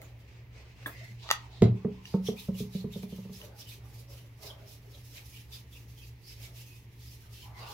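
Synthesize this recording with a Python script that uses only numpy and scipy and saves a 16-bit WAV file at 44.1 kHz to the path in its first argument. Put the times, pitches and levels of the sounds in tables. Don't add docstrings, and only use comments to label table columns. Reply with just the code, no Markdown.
import sys
import numpy as np
from scipy import signal
from scipy.fft import rfft, irfft, next_fast_len
from scipy.io import wavfile
from scipy.ndimage import uniform_filter1d, map_coordinates

SR = 44100
rng = np.random.default_rng(int(sys.argv[2]) if len(sys.argv) > 2 else 0)


def rack_gain(trim_db):
    fader = np.asarray(trim_db, float)
    return 10 ** (fader / 20)


def generate_wav(signal):
    frames = np.transpose(np.atleast_2d(signal))
    scaled = np.clip(frames, -1, 1) * 32767
    pcm = np.round(scaled).astype(np.int16)
    wavfile.write(sys.argv[1], SR, pcm)


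N = 340893
T = np.arange(SR // 2) / SR


def unit(x):
    return x / np.sqrt(np.mean(x ** 2) + 1e-20)


def along(points, hz):
    f, value = np.transpose(points)
    return np.interp(np.log(hz + 1), np.log(f + 1), value)


def wobble(rate):
    knots = rng.standard_normal(int(N * rate / SR) + 4)
    return map_coordinates(knots, [np.arange(N) * rate / SR])


def filtered(x, response):
    m = next_fast_len(N + SR // 2)
    spectrum = rfft(x, m) * response(np.fft.rfftfreq(m, 1 / SR))
    return irfft(spectrum, m)[..., :N]


def above(x, hz):
    return signal.sosfilt(signal.butter(2, hz, "high", fs=SR, output="sos"), x)


def rush(gain, patchy_db, size=(5, 5)):
    # [f/Hz, likeness 0 to 1]
    likeness = [(60, .97), (130, .97), (290, .94), (640, .6), (1410, .08), (3100, .14), (6820, .1),
                (15000, .02)]
    hz, s, z = signal.stft(rng.standard_normal((2, N)), SR, nperseg=512)
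    patches = uniform_filter1d(rng.standard_normal(z.shape[1:]), size[0], axis=0)
    patches = uniform_filter1d(patches, size[1], axis=1)
    turn = np.arccos(np.clip(along(likeness, hz), -1, 1))[:, None] / 2
    mid, side = z[0] * np.cos(turn), z[1] * np.sin(turn)
    shaped = np.array([mid + side, mid - side]) * gain(hz[:, None], s) * rack_gain(patchy_db * unit(patches))
    return unit(signal.istft(shaped, SR, nperseg=512)[1][:, :N])


def ring(modes, attack, late=0):
    t = np.maximum(T - late, 0)
    tones = sum(rack_gain(db - 60 * t / t60) * np.sin(2 * np.pi * hz * t) for hz, db, t60 in modes)
    return tones * (1 - np.exp(-t / attack)) ** 2


def add(track, s, sound):
    start = round(s * SR)
    track[..., start:start + len(T)] += sound


def fan():
    # [f/Hz, width/Hz, level/dB]
    air_modes = [(29.4, 12, -13), (65, 11.5, -3.5), (81, 21, -22), (112.3, 5.8, -6), (120, 6.3, -5.5),
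                 (158, 9.2, -21.5), (184, 9, -22), (285, 7.7, -15.5), (365, 16, -18), (440, 27, -17.5)]
    # [f/Hz, level per Hz/dB]
    air_color = [(13, -41), (22, -11), (118, 1), (143, -4), (173, -13), (235, -16), (374, -23), (766, -30),
                 (855, -24), (1400, -34.5), (2010, -22.5), (6550, -44.5), (8620, -51), (15800, -39)]
    hum_hz, hum_db = 118.5, -1
    modes = lambda f: sum(rack_gain(db) * f * w / np.hypot(c * c - f * f, f * w) for c, w, db in air_modes) ** 2
    mid, side = unit(filtered(rng.standard_normal((2, N)), modes)) * rack_gain([[0], [-20]])
    hum_phase = 2 * np.pi * hum_hz * np.arange(N) / SR + 0.78 * wobble(4)
    mid = mid + rack_gain(hum_db + 0.83 * wobble(1.5)) * np.sin(hum_phase)
    side = side - mid * np.mean(mid * side) / np.mean(mid ** 2)
    air = rush(lambda hz, s: rack_gain(along(air_color, np.maximum(hz, 200))) * (hz > 140), patchy_db=.6)
    return rack_gain(-51.0) * np.array([np.roll(mid + side, shift=3), mid - side]) + rack_gain(-64.0) * air


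def tiles(x, gap, lo_hz):
    # [f/Hz, t60/s]
    dying = [(120, .25), (400, 0.26), (1200, 0.23), (4000, 0.2), (12000, 0.11)]
    hz, t, z = signal.stft(rng.standard_normal((2, SR // 2)), SR, nperseg=256)
    fading = z * rack_gain(-60 * t / along(dying, hz)[:, None]) * (hz[:, None] > lo_hz)
    tail = signal.istft(fading, SR, nperseg=256)[1]
    delayed = np.pad(x, (round(gap * SR), 0))[None]
    return signal.fftconvolve(delayed, tail / np.linalg.norm(tail[0]), axes=1)[:, :N]


def brushes():
    # [middle t/s, length/s, level/dB, f/Hz]
    brush_rows = [(0.044, 0.075, -67, 6760), (1.02, 0.03, -53, 214.6), (1.026, 0.044, -57.5, 655),
                  (1.122, 0.037, -50, 210), (1.204, .04, -55, 197.6), (3.417, 0.044, -60, 1026),
                  (3.453, 0.045, -55, 600), (3.451, 0.13, -59.5, 431), (3.55, 0.15, -67, 837),
                  (3.605, .07, -70, 600), (3.803, .1, -63.5, 420), (4.119, .09, -61, 570),
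                  (4.246, .06, -67, 575), (4.47, 0.11, -55.5, 420), (4.452, .06, -63, 1017),
                  (4.648, .18, -61.5, 405), (4.89, .11, -60, 400), (4.948, .09, -66.5, 590),
                  (7.241, .05, -70, 1530), (7.3, 0.17, -73.5, 1250), (7.46, 0.081, -61, 968),
                  (7.646, 0.075, -65, 1400), (7.65, .13, -59, 470)]
    breadth = .14
    out, knots = np.zeros((2, N + SR)), rng.standard_normal((len(brush_rows), 4, 400))
    for (s, length, db, hz), row in zip(brush_rows, knots):
        a, b, c, d = (map_coordinates(k, [T * hz * breadth]) for k in row)
        turn, start = 2 * np.pi * hz * T, max(s - 2 * length, 0)
        mid = a * np.cos(turn) + b * np.sin(turn)
        side = min(hz / 1500, 1) * (c * np.cos(turn) + d * np.sin(turn))
        swell = np.exp(-2 * ((T + start - s) / (0.57 * length)) ** 2)
        add(out, start, rack_gain(db) * swell * np.array([mid + side, mid - side]))
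    return out[:, :N]


def nozzle():
    # [t/s, level/dB, t60/s]
    gulps = [
        (0.018, -48.5, 0.14),
        (0.8604, -34.5, 0.19),
    ]
    # [f/Hz, level per Hz/dB]
    nozzle_color = [(150, -32), (250, 5), (475, 0), (684, -1.5), (1810, -5.5), (2890, -22), (3490, -12),
                    (5800, -25), (7300, -19), (15800, -8.5)]
    flow = np.zeros(N + SR)
    for s, db, t60 in gulps:
        add(flow, s, rack_gain(db - 60 * T / t60) * (1 - np.exp(-T / 0.0039)))
    return flow[:N] * rush(lambda hz, s: rack_gain(along(nozzle_color, hz)), patchy_db=1)


def flip_cap():
    # [t/s, peak level/dB, bright part/dB, crack/dB]
    snaps = [
        (1.29, -26, -24, -27),
        (1.3027, -19, -29, -22.5),
        (1.3048, -16.5, -12.5, -16.5),
        (1.312, -8, -6, 1),
        (1.3126, -20, -22, -11),
    ]
    # [f/Hz, level/dB, t60/s]
    cap_low = [(747, -17.5, 0.01), (898, -2.5, 0.014), (1243, 4.5, 0.016), (1520, -2.5, 0.0095),
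               (1876, 2, 0.017), (2780, 2, 0.013), (3520, 0.5, 0.012), (3900, 3, 0.01), (4680, 1, 0.011),
               (5200, -3, 0.0051)]
    # [f/Hz, level/dB, t60/s]
    cap_high = [(6000, 9, 0.0042), (6840, -23, 0.0063), (11600, -7.5, 0.024)]
    out = np.zeros(N + SR)
    for s, db, bright_db, crack_db in snaps:
        crack = rack_gain(crack_db - 60 * T / 0.006) * rng.standard_normal(len(T))
        plastic = ring(cap_low, attack=.0001) + rack_gain(bright_db + 5.0) * ring(cap_high, attack=.0001)
        add(out, s, rack_gain(db - 8.5) * (plastic + crack))
    return out[:N]


def lotion_smacks():
    # [t/s, peak level/dB, f/Hz, spray/dB, swell/s]
    smacks = [(0.0176, -41.5, 2090, 3.5, .00015), (0.8592, -16, 1702, -32, 0.0011),
              (2.0545, -34, 2870, -15, .00015), (2.545, -56.5, 3000, -12.5, .00015),
              (2.934, -45, 3560, -24, .00015), (3.0305, -42, 2380, -6.5, .00015),
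              (3.4154, -37, 2970, -26, .00015)]
    out = np.zeros(N + SR)
    for s, db, hz, spray_db, swell in smacks:
        spray = np.diff(rng.standard_normal(len(T) + 1)) * rack_gain(spray_db - 9.5 - 60 * T / 0.01)
        pop = ring([(hz, 0, .017), (0.63 * hz, -14, .03), (2.05 * hz, -14, .03)], attack=swell)
        add(out, s, rack_gain(db) * (pop + spray))
    return out[:N]


def landing():
    # [t/s, level/dB]
    shakes = [
        (1.609, -17.5),
        (1.621, -13.5),
        (1.688, -22.5),
    ]
    # [f/Hz, level/dB, t60/s]
    cabinet = [(37.3, -21, 0.293), (67.8, -14.5, 0.21), (86.7, -12, 0.27), (115.2, 12.5, 0.19),
               (124, -22, 0.18)]
    # [t/s, level/dB, pitch ratio]
    chatter = [
        (1.6209, -28, 1.055),
        (1.6315, -40, 1.07),
        (1.635, -55.5, 1.6),
        (1.64, -37, 1.1),
        (1.649, -43, 0.77),
    ]
    # [f/Hz, level/dB, t60/s]
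    rim = [(957, -4.5, 0.033), (1950, 0.5, 0.018), (2440, -10, .012), (3000, -3, 0.014), (3650, 4, 0.0095),
           (4330, -7, 0.0099), (4900, -8, .007), (5600, -6, .006), (6200, 1, .005), (8100, -13, .005),
           (10100, -16, .007), (11500, -14.5, .008)]
    # [f/Hz, level/dB, t60/s]
    shove = [(182, -8, 0.022), (360, -13.5, 0.061), (162, -25, 0.27), (187.5, -20, 0.32), (309, -31, 0.31),
             (376, -30, 0.34), (445, -42, 0.23), (691, -26.5, 0.075), (770, -36, 0.043)]
    # [crack/dB, crack t60/s, rattle/dB, rattle t60/s]
    slap = (-25, 0.012, -36, 0.2)
    slap_s = 1.6207
    out = np.zeros(N + SR)
    for s, db in shakes:
        add(out, s, rack_gain(db) * ring(cabinet, attack=0.015))
    for s, db, ratio in chatter:
        tuned = [(ratio * hz, level, t60) for hz, level, t60 in rim]
        add(out, s, rack_gain(db) * ring(tuned, attack=.0002))
    add(out, slap_s + 0.00366, ring(shove, attack=0.0005))
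    crack_db, crack_t60, rattle_db, rattle_t60 = slap
    grit = above(rng.standard_normal(len(T)), hz=1700)
    dull = lambda order, top_hz: signal.sosfilt(signal.butter(order, top_hz, fs=SR, output="sos"), grit)
    crack = rack_gain(crack_db - 60 * T / crack_t60) * dull(order=3, top_hz=5200)
    rattle = rack_gain(rattle_db - 60 * T / rattle_t60) * dull(order=4, top_hz=4200)
    add(out, slap_s, crack + rattle)
    return out[:N]


def rocking():
    # [t/s, peak level/dB, shell knock/dB, tick/dB]
    near_edge = [(1.62, -6, -4, -15.5), (1.658, -28, -1, -14), (1.847, -12, -6.5, -23),
                 (1.742, -25.5, -10, -32), (1.881, -28, -12, -36), (2.2851, -17, -5, -17.5),
                 (2.603, -17, -19.5, -57), (2.842, -18.5, -10.5, -26.5), (3.031, -24, -12, -18.5),
                 (3.293, -30, -18, -18.5), (3.329, -57, 0, -13)]
    # [t/s, peak level/dB, shell knock/dB, tick/dB]
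    far_edge = [(2.14, -18, -4.5, -10.5), (2.485, -23, -8, -24), (2.748, -25.5, -15, -36),
                (2.957, -30.5, -6, -24), (3.123, -33, -5.5, -24), (3.182, -38, -4.5, -16),
                (3.25, -41, -3, -9)]
    near_shell = [(384, -7.5, 0.13), (437, 8.5, 0.059), (480, -2, 0.033), (547, -5.5, 0.025)]
    far_shell = [(333, -5.5, 0.14), (457, 8.5, 0.052), (420, 2, 0.063), (545, 3.5, 0.067), (590, -2, .035)]
    near_tick = [(610, 3, 0.072), (700, 3.5, 0.035), (940, -2.5, 0.032), (1158, 1, 0.024),
                 (1906, -1, 0.0092)]
    far_tick = [(640, -4, .05), (900, -2, .09), (1090, 1, .02), (1260, 0, .022), (2300, -11, .01)]
    thud = [(160.7, -2.5, 0.17), (202.5, 0, 0.14), (218.5, -2.5, 0.22), (259, -22.5, 0.44)]
    panel_modes = [(188.47, 2, 0.49), (171, 1.5, 0.18)]
    belly_modes = [(416.4, 1, 0.3), (435, -8.5, 0.19)]
    push = [(204.6, -11, 0.031)]
    near_mix, far_mix = (-9.5, -20, -20.5), (-11, -6, -20.5)  # thud, panel, belly (dB)
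    out = np.zeros(N + SR)
    panel = ring(panel_modes, attack=0.00084, late=0.0032)
    belly = ring(belly_modes, attack=0.0063)
    vary = lambda modes: [(hz, level + rng.normal(0, 2.5), t60) for hz, level, t60 in modes]
    edges = ((near_edge, near_shell, near_tick, near_mix), (far_edge, far_shell, far_tick, far_mix))
    for rows, shell, tick_modes, (thud_db, panel_db, belly_db) in edges:
        for s, db, shell_db, tick_db in rows:
            knock = rack_gain(shell_db - 4.0) * ring(vary(shell), attack=0.0023) + rack_gain(belly_db) * belly
            slab = rack_gain(thud_db) * ring(vary(thud), attack=0.0035, late=0.0043) + rack_gain(panel_db) * panel
            tick = rack_gain(tick_db - 5.5) * ring(vary(tick_modes), attack=0.00075)
            add(out, s, rack_gain(db) * (slab + knock + tick))
    for s, db, *_ in near_edge[2:]:
        add(out, s, rack_gain(db) * ring(push, attack=0.00069, late=0.00172))
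    return out[:N]


def strokes(start, hold, db, hz, shape, rest_db, glide, pace=1):
    rise, sag, fall = shape
    since = np.arange(0, N / SR, 1 / 1000) - start[:, None]
    held = np.clip(since, 0, hold[:, None])
    rising = pace * rise * np.minimum(since, 0)
    falling = pace * fall * np.maximum(since - held, 0)
    level = db[:, None] + rising - sag * held - falling
    pitch = hz[:, None] * 2 ** (glide * (held - hold[:, None] / 2))
    weight = rack_gain(level - level.max(axis=0)) ** 2
    total_db = 10 * np.log10((rack_gain(level) ** 2).sum(axis=0) + rack_gain(rest_db) ** 2)
    return total_db, (weight * pitch).sum(axis=0) / weight.sum(axis=0)


def cupped(s, pitch, breadth, broad_db, lo_hz, hi_hz, patchy_db):
    peak = lambda hz, t: 1 / (1 + ((hz / np.interp(t, s, pitch) - 1) / breadth) ** 2)
    edges = lambda hz: 1 / np.hypot(1, (lo_hz / (hz + 1)) ** 6) / np.hypot(1, (hz / hi_hz) ** 4)
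    return rush(lambda hz, t: edges(hz) * (peak(hz, t) + rack_gain(broad_db)), patchy_db, size=(2, 9))


def pockets():
    # [middle t/s, length/s, level/dB, f/Hz]
    pocket_rows = [(2.275, 0.021, 14.5, 3300), (2.308, 0.016, 5, 3180), (2.275, 0.071, 1, 5650),
                   (2.379, 0.025, 8, 2480), (2.395, 0.04, 5, 3650), (2.605, 0.037, 6.5, 3500),
                   (2.553, .03, -3, 2820), (2.808, 0.027, 2.5, 4200), (2.916, .025, -4, 2600),
                   (2.941, 0.03, 4.5, 3620), (3.132, 0.054, -5, 3000), (3.356, 0.037, -3, 5300),
                   (3.608, 0.027, 3, 5530), (3.622, .03, 2, 3440), (3.675, 0.032, 0.5, 2980),
                   (3.704, 0.044, 1, 3650), (3.723, 0.028, 3, 2430), (4.094, .04, -8.5, 5300),
                   (4.195, 0.048, -2, 2970), (4.477, 0.035, 2, 3900), (4.507, 0.021, 7, 3300),
                   (4.472, 0.055, -1, 5100), (4.448, .03, 6, 2070), (4.682, .04, -8, 5440),
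                   (4.952, 0.046, -9, 3300), (4.943, .05, -8.5, 3920), (5.173, .03, -3, 2300),
                   (5.178, 0.034, 0, 3840), (5.347, 0.043, -3, 2380), (5.37, 0.033, 3, 2920),
                   (5.384, .03, -5, 3420), (5.543, .04, 5, 3560), (5.546, 0.07, 1, 4870),
                   (5.767, 0.035, -2, 2650), (5.746, 0.055, -7, 3450), (5.997, 0.055, -5, 3230),
                   (6.034, 0.044, 1.5, 2640), (6.039, 0.052, -8, 4780), (6.259, 0.058, -5.5, 4700),
                   (6.296, 0.07, -2, 5200), (6.3, 0.054, -9, 2680), (6.452, 0.048, -1, 2200),
                   (6.6, 0.055, -4, 2920), (6.714, .18, -7.5, 2600), (7.092, 0.069, -4, 5000),
                   (7.43, .025, 1.5, 2970), (7.581, 0.11, 1.5, 2060), (7.613, 0.065, -2, 4630),
                   (7.65, 0.11, 2, 2790), (0.985, 0.26, 3, 2010)]
    s, length, db, hz = np.transpose(pocket_rows)
    swell = lambda t: rack_gain(db)[:, None] * np.exp(-2 * ((t - s[:, None]) / (0.55 * length[:, None])) ** 2)
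    peak = lambda f: 1 / (1 + ((f / hz - 1) / .1) ** 2) ** 2
    return rack_gain(-62.5) * rush(lambda f, t: peak(f) @ swell(t), patchy_db=1.5)


def hands():
    # [start t/s, hold/s, skin hiss/dB, palm hollow/dB, hollow f/Hz]
    grips = [(.016, 0.07, -74.5, -60.5, 2530), (.2, 0.018, -75, -62.5, 2285),
             (.275, 0.12, -91, -60.5, 2280), (.55, 0.05, -84.5, -53.5, 2235),
             (.65, 0.061, -92, -60.5, 2300), (.78, 0.16, -77.5, -56.5, 2380), (.9, 0.017, -64.5, -56, 2270),
             (.965, 0.061, -73, -51, 2570), (1.04, 0.071, -69.5, -55.5, 2075),
             (1.185, 0.0081, -81.5, -58.5, 2120), (1.225, 0.13, -74, -49, 3620),
             (1.4, 0.06, -78.5, -57, 2560), (1.525, 0.08, -89, -56, 3900), (1.75, 0.088, -83, -62, 2590),
             (1.92, 0.16, -83, -61, 2560)]
    hand_strokes = [(2.06, 0.091, -64, -53.5, 4560), (2.257, 0.038, -54, -49, 3580),
                    (2.378, 0.075, -56, -55, 3160), (2.547, .02, -62.5, -58.5, 3270),
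                    (2.587, 0.017, -48.5, -50.5, 3820), (2.729, 0.076, -58, -52.5, 4020),
                    (2.924, 0.11, -60, -56.5, 3640), (3.097, 0.11, -64, -60.5, 3300),
                    (3.33, 0.12, -58, -57, 3640), (3.592, 0.024, -54, -53, 5200),
                    (3.691, 0.045, -53.5, -52, 3380), (3.858, 0.059, -66, -81, 3000),
                    (3.941, 0.073, -61, -65.5, 4520), (4.108, 0.09, -60, -69, 3230),
                    (4.257, 0.066, -76, -87, 2780), (3.22, 0.059, -72, -64, 2800),
                    (4.82, 0.1, -71.5, -77.5, 2800)]
    arm_strokes = [(4.427, 0.044, -53.5, -50.5, 5100), (4.59, 0.052, -73, -63.5, 2620),
                   (4.69, 0.047, -58, -69, 3990), (4.91, 0.09, -64.5, -63, 3530),
                   (5.049, 0.087, -61, -64.5, 5050), (5.165, 0.0091, -53.5, -45, 2400),
                   (5.256, 0.051, -59.5, -69, 4360), (5.344, 0.067, -58.5, -55, 3000),
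                   (5.527, 0.039, -55, -52, 3700), (5.718, 0.1, -64, -68, 2720),
                   (5.887, 0.09, -67, -74.5, 3340), (5.991, 0.089, -63, -76, 3110),
                   (6.22, 0.047, -69, -74, 4830), (6.275, 0.054, -60, -55.5, 5150),
                   (6.375, .04, -65, -55.5, 2420), (6.428, 0.025, -55.5, -54, 3380),
                   (6.56, 0.072, -57.5, -58.5, 2690), (6.667, 0.12, -62.5, -78.5, 2930),
                   (6.921, 0.065, -73, -74, 3320), (7.001, 0.057, -63.5, -61.5, 4520),
                   (7.075, 0.071, -59.5, -76, 5000), (7.218, 0.025, -64, -64.5, 2940),
                   (7.333, 0.11, -58.5, -53, 3100), (7.568, 0.1, -63.5, -53.5, 3950),
                   (7.689, 0.044, -57.5, -50.5, 3670)]
    # [start t/s, hold/s, level/dB, f/Hz]
    drags = [(0, 0.014, -61, 600), (0.289, 0.032, -64, 453), (0.543, 0.1, -62, 444),
             (0.804, 0.054, -62.5, 475), (0.944, 0.058, -65.5, 483), (1.26, 0.04, -55, 950),
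             (1.529, 0.12, -69, 545), (1.635, 2.6, -66.5, 980), (3.416, 0.021, -55.5, 472),
             (3.795, 0.18, -65.5, 432), (4.101, 0.033, -62.5, 510), (4.435, 0.08, -57, 636),
             (4.686, 0.031, -81, 440), (4.86, 0.018, -63, 438), (5.144, 0.017, -63, 430),
             (5.493, 0.019, -65, 438), (5.755, 0.031, -67.5, 440), (6.402, 0.09, -66.5, 534),
             (7.234, 0.06, -71, 515), (7.46, 0.12, -60.5, 940), (7.605, 0.1, -52, 967)]
    # [f/Hz, level per Hz/dB]
    skin_color = [(760, -31.5), (1300, -7.5), (1460, -42.5), (2430, -1), (3660, -0.5), (4320, -0.5),
                  (5500, 2.5), (8530, -7), (11500, -0.5), (15200, -4), (15800, -4)]
    # [rise/dB per s, sag while held/dB per s, fall/dB per s]
    hiss_shape = (480, 6.6, 300)
    hollow_shape = (580, 14, 640)
    drag_shape = (350, 5.2, 58)
    paces = (0.59, 1.01, 0.82)
    hollow_lag_s = 0.0076
    cup_glide = -1.2
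    ms, t = np.arange(0, N / SR, 1 / 1000), np.arange(N) / SR
    start, hold, skin_db, palm_db, palm_hz = np.vstack([grips, hand_strokes, arm_strokes]).T
    pace = np.repeat(paces, [len(grips), len(hand_strokes), len(arm_strokes)])[:, None]
    touch_db = np.where(ms > 2.05, -79, -120)
    hiss_db, _ = strokes(start, hold, skin_db, palm_hz, hiss_shape, touch_db, glide=0, pace=pace)
    hollow_db, hollow_hz = strokes(start + hollow_lag_s, hold, palm_db, palm_hz, hollow_shape,
                                   rest_db=-74, glide=cup_glide, pace=pace)
    drag_db, drag_hz = strokes(*np.transpose(drags), drag_shape, rest_db=-81, glide=0)
    hiss = rush(lambda hz, s: rack_gain(along(skin_color, hz)), patchy_db=2.0)
    hollow = cupped(ms, hollow_hz, breadth=.16, broad_db=-5, lo_hz=1750, hi_hz=6000, patchy_db=2.5)
    drag = cupped(ms, drag_hz, breadth=.17, broad_db=-11, lo_hz=360, hi_hz=1600, patchy_db=3)
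    slips = rack_gain(1.45 * wobble(60))
    gain = lambda db: rack_gain(np.interp(t, ms, db))
    sliding = gain(hiss_db + 3.0) * hiss + gain(hollow_db - 3.5) * hollow + pockets()
    return slips * sliding + gain(drag_db) * drag


def scene():
    # [f/Hz, level/dB]
    slab_left = [(120, 1), (180, 0), (330, -5.5), (700, 0.5)]
    knocks = rocking() + landing()
    cap = above(flip_cap() + lotion_smacks(), hz=600)
    skin = hands()
    left_knocks = filtered(knocks, lambda hz: rack_gain(along(slab_left, hz)))
    left = np.roll(left_knocks, shift=3) + np.roll(cap, shift=-3)
    right = knocks + np.roll(cap, shift=3)
    room = rack_gain(-5.5) * tiles(knocks, gap=.004, lo_hz=400)
    room = room + rack_gain(-10.0) * tiles(cap, gap=0.0059, lo_hz=850)
    room = room + rack_gain(-6.0) * tiles(skin[0], gap=.006, lo_hz=400)
    return np.array([left, right]) + room + nozzle() + skin + fan() + brushes()


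def roll_off(x):
    return signal.sosfilt(signal.butter(12, 16980, fs=SR, output="sos"), x)


def record(dry):
    # [f/Hz, level/dB]
    lean = [(60, -.7), (110, -.7), (200, -.5), (380, -1), (700, -1.5), (1290, 0.5), (2380, -1), (4400, -2),
            (8120, -2.5), (15000, -7.5)]
    tilt = lambda hz: rack_gain(along(lean, hz) * np.array([[.5], [-.5]])) * (hz < 15810)
    return roll_off(filtered(dry, tilt))


dry = scene()
out = record(dry)
generate_wav(out)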